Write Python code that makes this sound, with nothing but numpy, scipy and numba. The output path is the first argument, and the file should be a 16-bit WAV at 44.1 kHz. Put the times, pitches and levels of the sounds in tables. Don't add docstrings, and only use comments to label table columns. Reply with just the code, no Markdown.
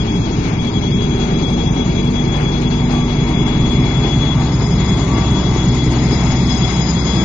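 import sys
import numpy as np
from scipy import signal
from scipy.fft import rfft, irfft
from scipy.io import wavfile
from scipy.ndimage import uniform_filter1d
from numba import njit

SR = 44100
rng = np.random.default_rng(int(sys.argv[2]) if len(sys.argv) > 2 else 0)


def materialize(psi):
    bounded = np.clip(np.atleast_2d(psi).T, -1, 1)
    quanta = np.round(bounded * 32767).astype(np.int16)
    wavfile.write(sys.argv[1], SR, quanta)


def volts(x):
    e = np.asarray(x, float) / 20
    return 10 ** e


N = 319284
TIME = np.arange(N) / SR
BINS = np.maximum(np.arange(N // 2 + 1) * SR / N, 1)


def curves(table):
    s, *columns = np.transpose(table)
    return [np.interp(TIME, s, c) for c in columns]


def over_hz(table):
    hz, value = np.transpose(table)
    return np.interp(np.log(BINS), np.log(hz), value)


def swells(table):
    return sum(lift_db * np.exp(-((TIME - s) / half_s) ** 2) for s, half_s, lift_db in table)


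def between(pair, share):
    return pair[0] + share * (pair[1] - pair[0])


def unit(x):
    return x / np.sqrt(np.mean(x ** 2))


def walk(rate_hz):
    k = int(SR / rate_hz)
    held = np.repeat(rng.standard_normal(N // k + 1), k)
    return 1.3 * uniform_filter1d(uniform_filter1d(held, k), k)[:N]


def tone(hz, blur_hz, blur_rate, flicker_db):
    turns = np.cumsum(hz + blur_hz * walk(blur_rate)) / SR + rng.random()
    return np.sqrt(2) * volts(flicker_db * walk(blur_rate)) * np.sin(2 * np.pi * turns)


def noise(colour, flicker_db, rate):
    spectrum = rfft(rng.standard_normal(N)) * volts(over_hz(colour))
    place = 2 * np.log2(BINS)
    first, last = int(2 * np.log2(colour[0][0])), int(2 * np.log2(colour[-1][0])) + 1
    out = 0
    for k in range(first, last + 1):
        window = np.cos(np.clip(place - k, -1, 1) * np.pi / 2)
        out = out + volts(flicker_db * walk(rate)) * irfft(spectrum * window ** 2, N)
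    return unit(out)


@njit
def band(x, hz, width):
    y, b, l = np.empty(len(x)), 0., 0.
    for i in range(len(x)):
        g, k = np.tan(np.pi * hz[i] / SR), width / hz[i]
        v = (b + g * (x[i] - l)) / (1 + g * (g + k))
        b, l, y[i] = 2 * v - b, l + 2 * g * v, k * v
    return y


# [f/Hz, level/dB]
RUMBLE = [(18, -8.5), (28, -17), (38, -32), (55, -12), (85, -9.5), (130, -8), (200, -3.5), (240, -7),
          (300, -7.5), (420, -13.5), (560, -27.5), (900, -49.5)]
# [t/s, half length/s, lift/dB]
BOGIES = [(1.6, 0.42, 2), (2.8, 0.21, -0.5), (5.1, 0.32, 1.5), (6.0, 0.15, 3), (6.8, 0.42, -1)]


def wheels():
    return volts(-19 + swells(BOGIES)) * noise(RUMBLE, flicker_db=1.7, rate=4.7)


# [f/Hz, level/dB]
HISS_COLOUR = [(2800, -15.5), (3150, 0.5), (3800, 5.5), (4100, 4), (4500, 3), (5200, 2), (5600, -0.5),
               (6500, 3.5), (6900, -4.5), (7150, -18), (8000, -24.5), (8700, -19), (9500, -27), (9700, -92)]


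def hiss(stack, throb_db):
    return volts(between((-39, -34), stack) + 1.1 * throb_db) * noise(HISS_COLOUR, flicker_db=0.7, rate=14)


# [t/s, f/Hz, depth/0-1]
GROUND_NOTCH = [(0, 5870, 0.7), (.7, 5800, 0.8), (1.4, 5610, .75), (1.7, 5390, 0.2), (1.95, 5710, 0.6),
                (2.4, 5450, 0.4), (2.8, 5530, .6), (3.2, 5730, 0.95), (3.6, 5530, 0.9), (4.0, 5770, 0.6),
                (4.25, 5440, 0.6), (4.55, 5620, 0.5), (4.75, 5470, .8), (5.05, 5230, .6), (5.5, 5630, 0.1),
                (6.1, 5930, .55), (6.35, 5730, 0.01), (6.6, 5640, .75)]
# [f approaching/Hz, f abreast/Hz, width/Hz, depth far/0-1, depth near/0-1]
DIM_BANDS = [(6420, 6460, 190, 0.7, 0.12)]


def notched(sound, abreast, stack):
    hz, depth = curves(GROUND_NOTCH)
    sound = sound - np.clip(depth, 0, 1) * band(sound, hz * (1 + 0.028 * walk(9)), 600.)
    for far_hz, near_hz, width_hz, far, near in DIM_BANDS:
        hz = between((far_hz, near_hz), abreast) * (1 + 0.0068 * walk(3.2))
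        depth = np.clip(between((far, near), stack), 0, 1)
        sound = sound - depth * band(sound, hz, 1. * width_hz)
    return sound


# [t/s, f/Hz]
GEAR_HZ = [(0, 236.2), (1.5, 239.7), (4, 243.1), (5.8, 246.2), (7.24, 245.8)]
# [t/s, half length/s, lift/dB]
GEAR_SWELLS = [(1.1, 0.45, 10), (1.6, 0.22, 5.5), (1.87, .07, -9.5), (2.1, 0.33, 12.5), (2.45, 0.042, -5.5),
               (2.65, 0.11, 3), (2.95, 0.34, 14), (3.75, 0.32, 12.5), (4.4, 0.29, 6.5), (5.75, 0.22, 10),
               (6.4, 0.44, 9), (6.95, .2, -4.5), (5.0, .3, -5), (.5, 0.27, -1.5)]


def gear():
    hum = tone(curves(GEAR_HZ)[0], blur_hz=0.3, blur_rate=5, flicker_db=0.5)
    return volts(-33.5 + swells(GEAR_SWELLS)) * hum


# [t/s, f/Hz]
FAN_HZ = [(0, 1144), (3.5, 1147), (5.5, 1145), (7.24, 1140)]
# [t/s, half length/s, lift/dB]
FAN_SWELLS = [(.08, .15, 3), (.5, .15, 3.5), (.75, 0.2, -5), (1.3, 0.075, 4.5), (1.8, .1, 1),
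              (2.35, .06, 8), (2.95, .06, 3.5), (3.25, 0.055, 7), (3.65, .25, 8), (4.3, .2, 12),
              (4.85, 0.25, 10.5), (5.15, 0.11, 19), (5.5, .15, 11.5), (5.95, .08, 4.5), (6.15, .06, 11.5),
              (6.45, .15, 9), (6.75, 0.14, 12.5), (7.13, .1, 11.5)]


def fan():
    hum = tone(curves(FAN_HZ)[0], blur_hz=.8, blur_rate=12, flicker_db=1.0)
    return volts(-53.5 + swells(FAN_SWELLS)) * hum


# [f approaching/Hz, f abreast/Hz, width/Hz, level approaching/dB, level abreast/dB]
PANELS = [(2250, 2102, 270, -40, -37), (6120, 6150, 150, -47, -52.5), (1304, 1335, 23, -56, -52)]


def panels(abreast, throb_db):
    out = 0
    for far_hz, near_hz, width_hz, far_db, near_db in PANELS:
        hz = between((far_hz, near_hz), abreast)
        ring = band(band(rng.standard_normal(N), hz, 1. * width_hz), hz, 2. * width_hz)
        out = out + unit(ring) * volts(between((far_db, near_db), abreast) + throb_db + 1.9 * walk(9))
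    return out


# [f/Hz, level/dB]
CLATTER_COLOUR = [(350, -26), (570, -4), (750, 0.5), (940, 1.5), (1080, -4), (1700, -12), (2700, -12.5),
                  (3100, -16), (3600, -31.5)]
# [t/s, half length/s, lift/dB]
SURGES = [(.1, 0.035, 0), (.5, .05, 4), (1.3, 0.054, 1), (2.4, 0.081, 3.5), (2.95, 0.044, 3),
          (3.3, 0.085, 0.5), (4.05, 0.045, 3), (4.4, .06, 1.5), (4.65, 0.06, 0.5), (5.15, 0.041, 1.5),
          (5.95, 0.054, 2.5), (6.25, 0.086, 1.5), (6.55, 0.062, 1)]


def clatter(abreast, throb_db):
    db = between((-31, -29.5), abreast) + .8 * throb_db + swells(SURGES) + 0.73 * walk(7)
    return volts(db) * noise(CLATTER_COLOUR, flicker_db=1.0, rate=9)


# [f/Hz, level/dB, t60/s]
CLANK_MODES = [(1153, -32, 0.56), (2100, -43, 0.15), (2460, -34, 0.32), (2850, -43.5, 0.13),
               (4500, -44, 0.097)]


def clank():
    age = np.maximum(TIME - 2.92, 0)
    push = 1 - np.exp(-age / 0.037)
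    scrape = unit(band(rng.standard_normal(N), np.full(N, 2200.), 3200.)) * volts(-34 - 60 * age / 0.32)
    ring = sum(2 * volts(db - 60 * age / t60_s) * np.sin(2 * np.pi * hz * age) for hz, db, t60_s in CLANK_MODES)
    return push * (scrape + ring)


# [multiple of the pitch, level/dB]
HORN_PARTIALS = [(1, 0.5), (2, -14.5), (3, -19), (4, -17), (5, -19), (6, -19.5), (7, -15.5), (8, -21.5),
                 (9, -34.5)]


def horn():
    age = np.maximum(TIME - 7.14, 0)
    turns = np.cumsum(327 * (1 - 0.022 * np.exp(-age / 0.027))) / SR
    swell = 1 - np.exp(-(age / 0.031) ** 2)
    out = 0
    for k, db in HORN_PARTIALS:
        out = out + np.sqrt(2) * volts(db) * np.sin(2 * np.pi * (k * turns + rng.random()))
    return volts(-22.5) * swell * out


# [t/s, f/Hz]
TURBO_HZ = [(0, 3335), (.8, 3345), (1.6, 3354), (2.4, 3364), (3.2, 3368), (4, 3374), (4.8, 3374),
            (5.6, 3371), (6.4, 3368), (7.24, 3363)]
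# [t/s, level/dB, echo share/0-1]
TURBO_SECOND = [(0.0, -37, 0.4), (0.54, -40.5, 0.8), (0.64, -33.5, 0.5), (2.78, -36.5, .5),
                (2.85, -42.5, 1), (2.95, -38, 0.4), (3.6, -34, 0.2), (4.32, -31.5, 0.3), (4.38, -39.5, .7),
                (5.0, -37.5, 0.7), (5.12, -44, 0.5), (5.36, -32, 0.4), (6.1, -42.5, 0.5),
                (6.33, -37.5, 0.6), (6.43, -42, 0.2), (6.53, -30, 0.6), (7.0, -38, 0.6), (7.1, -32, .15)]
# [t/s, half length/s, lift/dB]
TURBO_FLUTTER = [(.4, .08, -2), (.72, 0.019, -10.5), (.81, .015, -13), (.9, 0.013, -11.5), (1.07, .025, -6),
                 (1.16, .015, -3), (1.85, 0.025, -1.5), (2.39, .015, -9.5), (1.52, 0.1, -1),
                 (1.92, .06, -2.5), (2.32, 0.026, -3), (2.52, 0.035, 2), (2.62, 0.033, -5), (2.97, .04, 3),
                 (3.22, .05, 1), (4.02, 0.026, -2), (4.1, 0.043, 3), (4.6, 0.084, -4), (4.82, 0.039, -2),
                 (5.52, 0.034, -6), (5.62, 0.043, 2.5), (5.72, 0.054, -2), (5.8, 0.027, 7.5),
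                 (5.9, 0.042, -0.5), (6.17, 0.039, 5.5), (6.77, 0.03, -4), (6.9, 0.044, -9),
                 (3.27, .04, -6), (2.9, .04, -4.5), (4.92, .08, 2.5), (5.13, 0.04, 0.5), (6.57, .04, -7),
                 (1.0, 0.025, 0.5), (1.6, 0.05, 0.5), (.12, 0.033, 0.5), (.32, 0.077, -1), (2.57, 0.036, 3),
                 (5.47, .04, 0.5), (4.4, 0.037, -1)]
# [t/s, half length/s, lift/dB]
TURBO_SWELLS = [(4.65, 0.16, 6), (4.2, 0.14, -6.5), (5.02, .05, -1.5), (5.3, 0.095, -0.5),
                (5.3, 0.028, -3.5), (6.12, .04, 5), (7.2, 0.05, -0.5), (8.4, 0.036, 3.5),
                (6.43, 0.035, -2.5), (6.53, 0.069, 4), (6.85, 0.14, 3), (7.05, .05, -2), (3, 0.096, 2),
                (5.7, 0.053, 2.5), (5.7, 0.12, -2.5), (5.55, .1, -4), (4.0, .3, 1), (5.8, .1, -4),
                (5.95, .05, -7), (6.3, .1, 0), (8.4, .1, 1.5)]
# [level stack far/dB, level stack near/dB]
TURBO_UPPER_DB = [(-54.5, -38.5), (-50.5, -40), (-68.5, -63)]


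def turbo(stack, throb_db):
    echo_hz = 10.5
    second_hz = curves(TURBO_HZ)[0]
    second_db, echo = curves(TURBO_SECOND)
    echo = np.clip(echo, 0, 1)
    levels = [second_db + swells(TURBO_FLUTTER)] + [between(pair, stack) for pair in TURBO_UPPER_DB]
    levels[1] = levels[1] + swells(TURBO_SWELLS)
    out = 0
    for k, db in enumerate(levels):
        partial = k + 2
        hz = second_hz * partial / 2
        width_hz = 15.0 * partial
        skirt = unit(band(band(rng.standard_normal(N), hz, width_hz), hz, 6.6 * width_hz))
        line = tone(hz, blur_hz=1.6 * partial, blur_rate=30, flicker_db=0.85)
        echoed = tone(hz - echo_hz * partial / 2, blur_hz=1.1 * partial, blur_rate=6, flicker_db=1.0)
        beating = (line + echo * echoed) / np.sqrt(1 + echo ** 2)
        skirt_share = 0.12 + 0.088 * k + 0.6 * echo
        out = out + volts(db + 2.5 + 0.6 * throb_db) * (beating + skirt_share * skirt)
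    return out


CYLINDER_DB = [-0.77, -0.2, -2, 1.6, 1.95, 1.23, 0.76, -0.17, -0.3, 0, 0.61, -.5]


def throb(cycle):
    count = len(CYLINDER_DB)
    return np.interp(cycle * count % count, np.arange(count) + .5, CYLINDER_DB, period=count)


# [stroke, t/s, half length/s, lift/dB]
HARD_POPS = [(4, 4.6, 3.9, 9.5), (3, 1.8, 1.2, 4.5), (3, 5.5, 0.38, 7), (5, 1.4, 0.62, 9),
             (8, 5.6, 0.33, 0.5)]


def pops(cycle):
    count = len(CYLINDER_DB)
    stroke = np.floor(cycle * count).astype(int)
    late = .4 + rng.random(count) * .1
    scatter_db = 2.0 * rng.standard_normal(stroke[-1] + 1)
    fired = np.diff((cycle * count % 1 > late[stroke % count]) * 1., prepend=1) > 0
    hard_db = sum((stroke % count == k) * swells([row]) for k, *row in HARD_POPS)
    pulses = fired * volts(scatter_db[stroke] + hard_db)
    pipe_hz = np.full(N, 290.)
    return volts(-30.5 + swells(BOGIES)) * unit(band(band(pulses, pipe_hz, 200.0), pipe_hz, 230.0))


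# [multiple of the cycle, level approaching/dB, level abreast/dB]
EXHAUST_TONES = [(7, -49, -45), (8, -48, -47), (9, -26, -30), (10, -46, -47), (11, -40, -41),
                 (12, -31, -21), (13, -40, -37), (14, -35, -36), (16, -39, -39), (17, -40, -38),
                 (18, -37, -38), (19, -32, -35), (20, -40, -38), (21, -35, -32), (22, -43, -41),
                 (23, -31, -27), (24, -30, -22), (25, -32, -30), (26, -35, -33), (27, -31, -33),
                 (28, -29, -27), (29, -38, -39), (30, -33, -37), (31, -39, -34), (32, -32, -32),
                 (33, -34, -32), (34, -33, -36), (35, -32, -29), (36, -43, -35), (40, -41, -33)]
# [multiple of the cycle, t/s, half length/s, lift/dB]
EXHAUST_SWELLS = [(9, 0.71, 0.18, -9.5), (9, 3.4, 1.3, 4.5), (9, 5.9, 0.15, -4), (9, 1.3, .3, -0.5),
                  (9, 4.5, 0.091, -9), (9, 4.6, 0.57, 2), (12, 0.42, 0.11, -2.5), (12, 2.7, 0.48, -5),
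                  (21, 0.3, 1.1, 11), (21, 4.9, 0.97, 8), (23, 4.6, 0.66, 3.5), (24, 0.42, 0.29, -12.5),
                  (24, 3.8, 0.35, 5), (24, 4.95, 0.51, -4.5), (24, 6.7, 1.2, 5.5), (24, 7.1, 0.54, -8),
                  (25, 4.1, 1.1, 5), (26, 4.5, 0.23, 5), (25, 14, 0.49, -1), (26, 3.6, .5, -1),
                  (26, 2.2, .5, 0), (27, 3, 1.8, 5), (27, 2.4, 0.11, 6), (27, 4.8, 0.65, 5.5),
                  (21, 1.8, 0.62, -6), (21, 6.2, 0.36, -0.5), (23, 2.7, 1.2, 3.5), (23, 6.8, 0.73, -4.5),
                  (23, 5.3, .3, -4), (28, 0.33, .4, -7), (28, 5.8, 0.19, -6.5), (35, 1.7, 0.15, 6),
                  (35, 8.1, 0.63, 0), (29, 2.5, 2, 7.5), (30, 0.49, 0.35, 5), (35, 0.44, 0.5, -9),
                  (28, 7, 0.49, -7.5), (33, 7.5, .2, 10.5), (27, 1.9, 0.36, 1), (28, 3.2, 1.1, 4.5),
                  (28, 4.6, 0.49, 3), (32, 6.9, 0.64, 9), (32, 3.1, 0.25, -2.5), (32, 2.1, 0.53, -10.5),
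                  (32, 9, 0.16, -11), (40, 2.6, 0.27, 5), (24, 1.9, 0.73, 3), (9, 6.9, .4, -5.5),
                  (9, 7.6, 0.45, 6), (12, 7.1, .4, -1), (18, 6.9, 0.62, 9.5), (18, 6.4, .5, -7),
                  (35, 1.5, 0.31, 4.5), (35, 4.3, 0.19, -14)]
# [t/s, strength ratio]
SECOND_STROKE = [(0, 1.2), (1.5, 0.99), (3.2, 0.97), (4, 1.2), (6.5, 1.2), (7.24, 0.94)]


def exhaust(cycle, abreast):
    first_turn, second_turn = .83, .07
    loose_turns, sag_turns = .15, .01
    out, second = 0, curves(SECOND_STROKE)[0]
    for k, far_db, near_db in EXHAUST_TONES:
        lifts = [row[1:] for row in EXHAUST_SWELLS if row[0] == k]
        db = between((far_db, near_db), abreast) + (swells(lifts) if lifts else 1.5 * walk(1.5))
        start, sway = rng.random(), 0.04 * walk(3.5)
        if k < 17:
            wave = np.sin(2 * np.pi * (k * cycle + start + sway))
        else:
            pair = np.exp(-2j * np.pi * k * first_turn) + second * np.exp(-2j * np.pi * k * second_turn)
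            pull = pair / np.sqrt(np.abs(pair) ** 2 + 1 / 100)
            turns = k * cycle + sag_turns * (k - 24) ** 2 / 2 + loose_turns * start + sway
            wave = np.imag(pull * np.exp(2j * np.pi * turns))
        out = out + np.sqrt(2) * volts(db) * wave
    return out


# [f/Hz, level/dB]
PORT_DB = [(60, 0), (180, .4), (320, 1), (550, 2), (970, 5), (1680, 10.5), (2940, 18), (5120, 23),
           (6500, 28), (8920, 26)]
# [f/Hz, likeness/0-1]
PORT_ALIKE = [(60, .9995), (130, .993), (250, .975), (390, .93), (520, .7), (800, .77), (1050, .55),
              (1400, .35), (2200, .2), (3500, .1)]
# [t/s, lag/samples]
PORT_LAG = [(0, 14), (2.5, 13), (3.5, 7), (5.5, 0), (7.24, -6)]


def ports(sound):
    tail_s = np.arange(int(.3 * SR)) / SR
    tail = unit(rng.standard_normal(len(tail_s)) * np.exp(-tail_s / 0.14)) / np.sqrt(len(tail_s))
    scattered = signal.fftconvolve(sound, tail)[:N]
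    late = np.interp(np.arange(N) - curves(PORT_LAG)[0], np.arange(N), sound)
    alike, muffle = np.clip(over_hz(PORT_ALIKE), 0, 1), volts(-over_hz(PORT_DB))
    both = 2 / np.sqrt(1 + muffle ** 2 + 2 * alike * muffle)
    right = muffle * (alike * rfft(late) + np.sqrt(1 - alike ** 2) * rfft(scattered))
    return np.array([irfft(both * rfft(sound), N), irfft(both * right, N)])


# [t/s, cycle rate/Hz]
CYCLE_HZ = [(0.0, 5.242), (1.81, 5.288), (3.62, 5.292), (5.43, 5.283), (7.24, 5.288)]


def scene():
    cycle = np.cumsum(curves(CYCLE_HZ)[0]) / SR
    abreast = np.clip((TIME - 2.0) / 3.14, 0, 1)
    stack = np.clip((TIME - 2.2) / (7.0 - 2.2), 0, 1) ** 1.5
    throb_db = throb(cycle)
    mix = wheels() + notched(hiss(stack, throb_db), abreast, stack) + gear() + fan()
    mix = mix + panels(abreast, throb_db) + clatter(abreast, throb_db) + clank() + horn()
    mix = mix + turbo(stack, throb_db) + pops(cycle) + exhaust(cycle, abreast)
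    return ports(mix)


# [f/Hz, level/dB]
MASK = [(300, -22), (1000, -8), (1600, 1), (2200, 1), (2700, 5), (2950, 9.5), (3300, -8), (3650, 7.5),
        (4400, 6.8), (4900, 4), (5300, 7), (5500, 8), (6000, 5), (6600, 5.5), (7200, 17), (7900, 23),
        (8600, 22), (9300, 22)]
EDGES = [0, 8, 16, 24, 32, 40, 48, 56, 64, 72, 80, 88, 96, 108, 120, 132, 144, 160, 176, 196, 216, 240, 264,
         292, 320, 352, 384, 416, 448]
# [t/s, level/dB]
SPARE = [(0.0947, -67), (0.3456, -66), (0.608, -57), (0.7307, -65), (1.0256, -60), (1.1817, -63),
         (1.2441, -63), (1.4351, -63), (1.6043, -59), (1.716, -61), (2.0328, -61), (2.1031, -62),
         (2.5865, -56), (2.9751, -57), (3.2735, -56), (3.7194, -66), (3.8297, -58), (3.9504, -69),
         (4.0851, -62), (4.1475, -54), (4.2288, -58), (4.3166, -59), (4.3909, -57), (4.4478, -56),
         (4.5306, -59), (4.6389, -57), (4.6773, -56), (4.8299, -54), (5.0843, -61), (5.1542, -54),
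         (5.3168, -65), (5.5273, -63), (5.6231, -58), (6.0142, -60), (6.129, -55), (6.2776, -58),
         (6.5331, -51), (6.7471, -57), (6.9222, -51), (7.1776, -55)]
# [t/s, half length/s, lift/dB]
TOP_OPEN = [(.42, .33, 4.5), (2.43, .07, 4), (3.53, .05, 5), (4.5, .5, 2), (5.12, .18, 6), (5.6, .13, 4),
            (5.9, .04, 5), (6.35, .35, 6.5), (7.0, .27, 7)]


def starve(sound):
    count, patchy_db, spare_db, covered_db = 1024, 2.9, 3.6, 4.5
    n = np.arange(2 * count) + .5
    window = np.sin(np.pi * n / (2 * count))[:, None]
    basis = window * np.cos(np.pi / count * np.outer(n + count / 2, n[:count])) * np.sqrt(2 / count)
    blocks = np.pad(sound, ((0, 0), (count, 2 * count - N % count))).reshape(2, -1, count)
    lines = np.concatenate([blocks[:, :-1], blocks[:, 1:]], axis=2) @ basis
    widths = np.diff(EDGES + [count])
    power = np.add.reduceat(lines ** 2, EDGES, axis=2) / widths + 1e-18
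    mean = np.mean(power, axis=1, keepdims=True) ** .25 * uniform_filter1d(power, size=43, axis=1) ** .25
    hz = (np.array(EDGES) + widths / 2) * SR / 2 / count
    patches = uniform_filter1d(rng.standard_normal(lines.shape[:2] + hz.shape), size=3, axis=1)
    step_db = np.interp(hz, *np.transpose(MASK)) + patchy_db * patches
    frame_s = np.arange(lines.shape[1]) * count / SR
    more = [(.65, -55), (2.37, -55), (2.74, -58), (3.1, -57), (3.76, -57), (7.07, -56)]  # [t/s, level/dB]
    spare = 0
    for s, db in SPARE + more:
        spare = spare + volts((db + 58) / 2) * np.exp(-((frame_s - s - .02) / .015) ** 2)
    relief = 3.1 * spare + .2 * rng.exponential(size=lines.shape[1])
    top_share = np.interp(hz, [6800, 6900, 7300, 8100, 8300], [0, .8, .6, .6, 1.15])
    step_db = step_db - spare_db * relief[:, None] * top_share
    luck = rng.exponential(size=lines.shape[1:2] + hz.shape)
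    step_db = step_db - luck * np.interp(hz, [6800, 7200, 7900, 8300], [0, 1.5, 3.4, 0])
    open_db = sum(db * np.exp(-((frame_s - s) / half_s) ** 4) for s, half_s, db in TOP_OPEN)
    step_db = step_db - open_db[:, None] * (np.abs(hz - 8600) < 200)
    step_db = step_db + np.array([0, covered_db])[:, None, None] * np.clip(hz / 2800, 0, 1) ** 2
    step = np.repeat(mean * volts(step_db), widths, axis=2)
    frames = (np.sign(lines) * np.floor(np.abs(lines) / step + .4054) * step) @ basis.T
    return (frames[:, :-1, count:] + frames[:, 1:, :count]).reshape(2, -1)[:, :N]


def band_limit(x):
    return signal.sosfilt(signal.butter(12, 9520, fs=SR, output="sos"), x)


def record(dry):
    bent = np.tanh(.7 * dry) / .7
    return band_limit(starve(bent))


dry = scene()
out = record(dry)
materialize(out)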